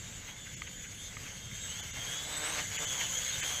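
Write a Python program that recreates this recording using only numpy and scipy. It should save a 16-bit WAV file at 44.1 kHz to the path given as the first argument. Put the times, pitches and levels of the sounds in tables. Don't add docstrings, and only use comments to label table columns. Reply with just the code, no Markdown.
import sys
import numpy as np
from scipy import signal
from scipy.fft import rfft, irfft, next_fast_len
from scipy.io import wavfile
from scipy.ndimage import uniform_filter1d, map_coordinates

SR = 44100
rng = np.random.default_rng(int(sys.argv[2]) if len(sys.argv) > 2 else 0)


def to_wav(s):
    ch = np.atleast_2d(s).T
    pcm = np.round(np.clip(ch, -1, 1) * 32767)
    wavfile.write(sys.argv[1], SR, pcm.astype(np.int16))


def ratio_of_db(decibels):
    return 10 ** (np.asarray(decibels, float) / 20)


N = 158760

# (time [s], mesh pitch [Hz], tone [dB], octave [dB])
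FRONT_LEFT = [(0,3740,-3,1),(.1,3710,-6,-1),(.14,3780,-16,-2),(.2,3660,-6,-10),(.32,3830,-14,-12),(.4,3550,-13,-10),(.57,3570,-16,-3),(.7,3620,-12,-10),(.83,3490,-7,-6),(1.09,3560,-1,-1),
              (1.135,3900,-15,-7),(1.2,3800,-14,-6),(1.31,3550,-15,-12),(1.45,3620,-5,-10),(1.7,3620,-9,-14),(1.8,3600,-24,-24),(1.88,3580,-8,-20),(1.96,3560,-7,-20),
              (2.1,3650,-12,-14),(2.18,3760,-5,-8),(2.3,3941,-7,2),(2.44,3879,-7,4),(2.5,4110,-9,0),(2.6,3800,-22,-16),(3.6,3790,-22,-16)]
FRONT_RIGHT = [(0,3450,-12,2),(.14,3505,-18,-3),(.23,3440,-18,1),(.28,3270,-3,-6),(.33,3300,-4,-1),(.38,3500,-9,-3),(.55,3430,-7,-1),(.62,3370,-10,1),(.66,3230,-12,-6),
               (.7,3480,-11,3),(.93,3330,-12,2),(.98,3280,-1,1),(1.08,3270,-1,1),(1.13,3420,-10,-3),(1.22,3300,-22,-16),(1.27,3170,-4,0),(1.33,3200,-4,0),(1.38,3280,-14,0),
               (1.45,3190,-1,-4),(1.6,3250,-3,-2),(1.7,3230,-8,-3),(1.76,3180,-22,-12),(1.9,3130,-6,-12),(1.97,3150,-8,-8),(2,3200,3,-2),(2.08,3215,2,-2),(2.21,3390,1,-1),(2.3,3480,-8,-12),
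               (2.4,3520,-18,-20),(2.72,3520,-20,-12),(2.8,3500,-6,-4),(2.9,3520,-20,-8),(3.07,3510,-7,-8),(3.15,3500,-16,-10),(3.27,3500,-9,-7),(3.34,3650,-5,-12),(3.4,3520,-16,-12),(3.6,3500,-10,-10)]
REAR_LEFT = [(0,2800,-12,-20),(.25,2790,-9,-20),(.3,2800,-22,-20),(1.24,2750,-20,-25),(1.27,2680,0,-25),(1.3,2700,-18,-25),(1.46,2730,-9,-25),(1.66,2720,-16,-25),
             (1.7,2900,-3,-12),(1.73,3050,-1,-6),(1.8,3450,0,-1),(1.85,3470,-10,-14),(1.9,3450,-24,-24),(2.15,3560,-22,-24),(2.2,3600,-7,-14),(2.28,3650,-7,-14),(2.33,3600,-6,-14),
             (2.43,3600,-4,-12),(2.49,3820,-8,-12),(2.57,3750,-6,-12),(2.68,3340,-9,-2),(2.75,3360,-5,-2),(2.82,3350,-12,-2),(2.88,3360,-4,-2),(3.1,3360,-12,0),
             (3.2,3390,-5,1),(3.3,3240,-3,3),(3.35,3330,-6,0),(3.4,3640,-13,-8),(3.43,3400,-5,-6),(3.55,3270,-5,-3),(3.6,3150,-3,-1)]
REAR_RIGHT = [(0,3250,-26,-8),(.6,3150,-18,-10),(.84,3170,-10,-10),(.9,3120,-20,-3),(1.05,3080,-20,-8),(1.38,3000,-12,-16),(1.45,3400,-34,-28),(1.57,3760,-28,-6),(1.62,3810,-4,3),
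              (1.7,3900,-13,2),(1.75,3850,-18,-6),(1.82,3100,-30,-28),(1.9,2800,-8,-20),(1.97,2760,-7,-20),(2.1,2950,-16,-16),(2.18,3020,-3,-14),(2.25,3000,-18,-20),(2.45,3150,-12,-14),
              (2.6,3100,-22,-14),(2.78,3010,-6,-10),(2.9,3080,-9,-6),(2.97,3200,-3,-2),(3.04,3020,-2,-6),(3.09,3060,-12,-12),(3.13,3020,-3,-6),(3.17,3200,1,0),(3.22,3250,-14,-6),
              (3.36,3050,-14,-10),(3.42,3060,-3,-3),(3.46,3180,-3,-3),(3.6,3050,-11,-8)]
# (time [s], nearness [dB], blade load [dB])
FLIGHT = [(0, -51, -10), (.28, -50, -8.5), (.55, -49.5, -14), (.95, -50.5, -12), (1.27, -48.5, -8.5),
          (1.5, -49, -13), (1.62, -46, -12), (1.78, -44.5, -11.5), (1.85, -47, -10.5), (2.15, -42, -9),
          (2.27, -44.5, -7), (2.36, -41, -5.5), (2.6, -40, -5.5), (2.66, -43.5, -13), (2.82, -39.5, -7.5),
          (3.35, -40.5, -13), (3.47, -39, -8), (3.6, -40, -9)]
CHOP_SHARE_DB = [0.4, -14.5, -4, -17.5]
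SHAFT_SHARE_DB = [-3, 5, -2, -4]
# (centre [Hz], width [Hz], level [dB])
HOUSING = [(1628, 350, -6.5), (2130, 385, -5), (3146, 920, -6), (4440, 1230, -13.5), (6570, 1200, -3.5),
           (7850, 360, -5.5), (9780, 680, -18), (11570, 2500, -21), (14350, 1100, -19.5)]
# (frequency [Hz], level [dB])
BLADE_AIR = [(150, -35), (300, -10.5), (600, -3), (1200, -3), (2200, -1), (4000, -6), (9000, -17.5),
             (16000, -46)]
# (time [s], level over nearness [dB])
FLUTTERS = [
    (.29, 1),
    (.47, -1),
    (0.677, 3),
    (.85, 0.5),
    (1.27, -1),
    (2.59, -2.5),
    (2.78, 0.5),
    (3.015, 1),
    (3.43, 2.5),
]
# (frequency [Hz], level [dB per Hz])
RUMBLE = [(12, -52), (20, -5), (104, 0), (143, -2), (182, -5.5), (350, -18), (555, -19), (944, -38),
          (1200, -32), (1560, -73), (2640, -120)]
# (pitch [Hz], wander [Hz], level [dB])
DRONES = [(103.9, 10, -58.5), (174.9, 5.8, -61.5)]
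# (time [s], level [dB])
PUFFS = [
    (1.0, -62),
]
# (time [s], peak level [dB])
CLICKS = [
    (.6195, -27),
    (1.1687, -30.5),
]
# (frequency [Hz], level [dB], decay to -60 dB [s])
STICK = [(1250, -7, .022), (1600, -6, .009), (2040, 2, .009), (3050, -9, .011)]
# (time [s], gain of weak parts [dB])
DROPOUTS = [
    (.558, -26),
    (1.819, -26),
    (1.924, -24),
    (2.778, -20),
    (2.862, -18),
    (3.418, -22),
]

TEETH_PER_BLADE, PINION_TEETH = 25.6, 6.8
WARBLE_RAD, THROB = .42, .14
WANDER_RAD, WANDER_HZ = .62, 70
ROUGHENS, LOPE = .09, .05
SHAFT_DB, SHAFT_GROWS = -29, .3
RATTLE_DB, RATTLE_GATE = .5, .24
FAR_TILT = .16
SWISH_DB, SWISH_GATE = 2.5, .23
CHOP_DB, CHOP_GROWS, THUMP_DB = -4, 2.13, -3
FLUTTER_S, PUFF_S = .011, .078
RUMBLE_DB, HISS_DB = -50.5, -78
STICK_RISE_S = .0003
DROPOUT_S, KEPT_SHARE = .009, .14
MIC_TOP_HZ, MIC_FALL_DB = 14800, -70


def unit(x):
    return x / np.sqrt(np.mean(x ** 2) + 1e-20)


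def along(points, hz):
    f, v = np.transpose(points)
    return np.interp(np.log(hz + 1), np.log(f + 1), v)


def curves(rows):
    s, *cols = np.transpose(rows)
    return [np.interp(np.arange(N) / SR, s, c) for c in cols]


def wobble(rate):
    coarse = np.arange(0, N + 64, 64)
    knots = rng.standard_normal(500)
    return np.interp(np.arange(N), coarse, map_coordinates(knots, [coarse * rate / SR]))


def filtered(x, response):
    m = next_fast_len(N + 8192)
    return irfft(rfft(x, m) * response(np.fft.rfftfreq(m, 1 / SR)), m)[:N]


def patchy(depth_db):
    z = signal.stft(rng.standard_normal(N), nperseg=512)[2]
    field = uniform_filter1d(rng.standard_normal(z.shape), size=7, axis=0)
    field = uniform_filter1d(field, size=9, axis=1)
    return signal.istft(z * ratio_of_db(depth_db * unit(field)), nperseg=512)[1][:N]


def bumps(events, half_s):
    t = np.arange(N) / SR
    return sum(ratio_of_db(db) * np.exp(-((t - s) / half_s) ** 2) for s, db in events)


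def housing(hz):
    return np.sqrt(sum(ratio_of_db(2 * db) / (1 + (2 * (hz - c) / w) ** 2) ** 2 for c, w, db in HOUSING))


def blade_air(hz):
    return ratio_of_db(along(BLADE_AIR, hz))


def motor(rows, chop_db, shaft_db, lift_db, nearer_db):
    mesh_hz, tone_db, octave_db = curves(rows)
    turn = 2 * np.pi * np.cumsum(uniform_filter1d(mesh_hz, size=800)) / SR
    blade = turn / TEETH_PER_BLADE + 2 * np.pi * rng.random()
    closer_db = np.clip(nearer_db, 0, None)

    drift = (WANDER_RAD + ROUGHENS * closer_db) * wobble(WANDER_HZ)
    mesh = turn + WARBLE_RAD * np.sin(blade) + .043 * np.sin(blade / 2) + drift
    lope = LOPE * closer_db * (np.cos(blade / 2) + np.cos(blade))
    tones = ratio_of_db(tone_db + 3.2 * wobble(40) - 1.2) * np.sin(mesh)
    tones = tones + ratio_of_db(octave_db + 3.6 * wobble(60) - 1.2) * np.sin(2 * mesh)
    tones = tones * (1 + THROB * np.cos(blade) + lope)

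    for k, db in [(1, 3), (3, 1.5), (4, 1.5)]:
        level = ratio_of_db(SHAFT_DB + shaft_db + SHAFT_GROWS * nearer_db + db + 4.7 * wobble(21.97))
        tones = tones + level * np.sin(k * (turn / PINION_TEETH + .24 * wobble(15)))

    beat = np.exp(1.5 * np.cos(blade))
    beat = beat / beat.mean() - 1
    rattle = (1 + RATTLE_GATE * beat + lope) * rng.standard_normal(N)
    swish = (1 + SWISH_GATE * beat) * rng.standard_normal(N)

    pulse = np.exp(130 * (np.cos(blade + .014 * wobble(40)) - 1))
    chop = unit(pulse - pulse.mean()) + ratio_of_db(THUMP_DB) * np.sin(2 * blade)
    chop = ratio_of_db(chop_db + CHOP_GROWS * lift_db + 2.5 * wobble(30)) * chop
    return np.array([tones, rattle, swish, chop])


def quadcopter():
    near_db, load_db = curves(FLIGHT)
    nearer_db = near_db - near_db.mean()
    lift_db = load_db - load_db.mean()
    arms = zip((FRONT_LEFT, FRONT_RIGHT, REAR_LEFT, REAR_RIGHT), CHOP_SHARE_DB, SHAFT_SHARE_DB)
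    tones, rattle, swish, chop = sum(motor(*arm, lift_db, nearer_db) for arm in arms)

    rattle = unit(filtered(rattle + 2 * patchy(depth_db=4), housing))
    top = filtered(rattle, lambda hz: hz > 8600)
    rattle = rattle + top * (ratio_of_db(FAR_TILT * nearer_db + .43 * wobble(24.7)) - 1)

    flutter = unit(filtered(swish, lambda hz: 1 / (1 + ((hz - 2300) / 800) ** 4)))
    flutter = bumps(FLUTTERS, FLUTTER_S) * flutter
    swish = unit(filtered(swish + 1.32 * patchy(depth_db=5), blade_air))
    swish = flutter + ratio_of_db(load_db + SWISH_DB + 1.55 * wobble(18)) * swish

    chop = ratio_of_db(load_db.mean() + CHOP_DB) * filtered(chop, blade_air)
    gusts = ratio_of_db(.5 * wobble(13) + .9 * wobble(30))
    return ratio_of_db(near_db) * (tones + gusts * (ratio_of_db(RATTLE_DB) * rattle + swish) + chop)


def wind():
    rumble = unit(filtered(patchy(depth_db=1.44), lambda hz: ratio_of_db(along(RUMBLE, hz))))
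    out = ratio_of_db(RUMBLE_DB - .5 + .88 * wobble(6.25)) * rumble
    t = np.arange(N) / SR
    for hz, wander, db in DRONES:
        cycles = hz * t + np.cumsum(wander * wobble(8)) / SR / 2
        out = out + ratio_of_db(db + 1.4 * wobble(6.7)) * np.sin(2 * np.pi * cycles)
    hiss = unit(filtered(patchy(depth_db=1.5), lambda hz: hz > 5000))
    puff = unit(filtered(hiss, lambda hz: 1 / (1 + ((hz - 10100) / 900) ** 2)))
    return out + ratio_of_db(HISS_DB) * hiss + bumps(PUFFS, PUFF_S) * puff


def stick():
    out, t = np.zeros(N + SR), np.arange(SR // 20) / SR
    for s, db in CLICKS:
        softer_db = db - CLICKS[0][1]
        ring = 0
        for hz, mode_db, t60 in STICK:
            level_db = mode_db - 60 * t / t60 + softer_db * np.log2(hz / 1500)
            ring = ring + ratio_of_db(level_db) * np.sin(2 * np.pi * hz * t)
        out[round(s * SR):][:len(t)] += ratio_of_db(db) * 2 * ring * (1 - np.exp(-t / STICK_RISE_S))
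    return filtered(out[:N], lambda hz: (1j * hz / (900 + 1j * hz)) ** 3)


def scene():
    return (quadcopter() + wind() + stick())[None]


def roll_off(x):
    return signal.sosfilt(signal.butter(12, 16080, fs=SR, output="sos"), x)


def record(dry):
    def mic(hz):
        return ratio_of_db(MIC_FALL_DB * np.clip(hz - MIC_TOP_HZ, 0, None) ** 1.9 / 27000)

    heard = filtered(dry[0], mic)[None]
    t, z = signal.stft(heard, SR, nperseg=768, noverlap=704)[1:]
    level_db = 10 * np.log10(uniform_filter1d(np.abs(z) ** 2, size=9, axis=2) + 1e-20)
    strong_db = np.quantile(level_db, 1 - KEPT_SHARE, axis=1, keepdims=True)
    weak = 1 / (1.5 + np.exp(level_db - strong_db))
    loss_db = sum(db * np.exp(-((t - s) / DROPOUT_S) ** 4) for s, db in DROPOUTS)
    mix = signal.istft(z * ratio_of_db(weak * loss_db), SR, nperseg=768, noverlap=704)[1][:, :N]
    return roll_off(mix)


dry = scene()
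out = record(dry)
to_wav(out)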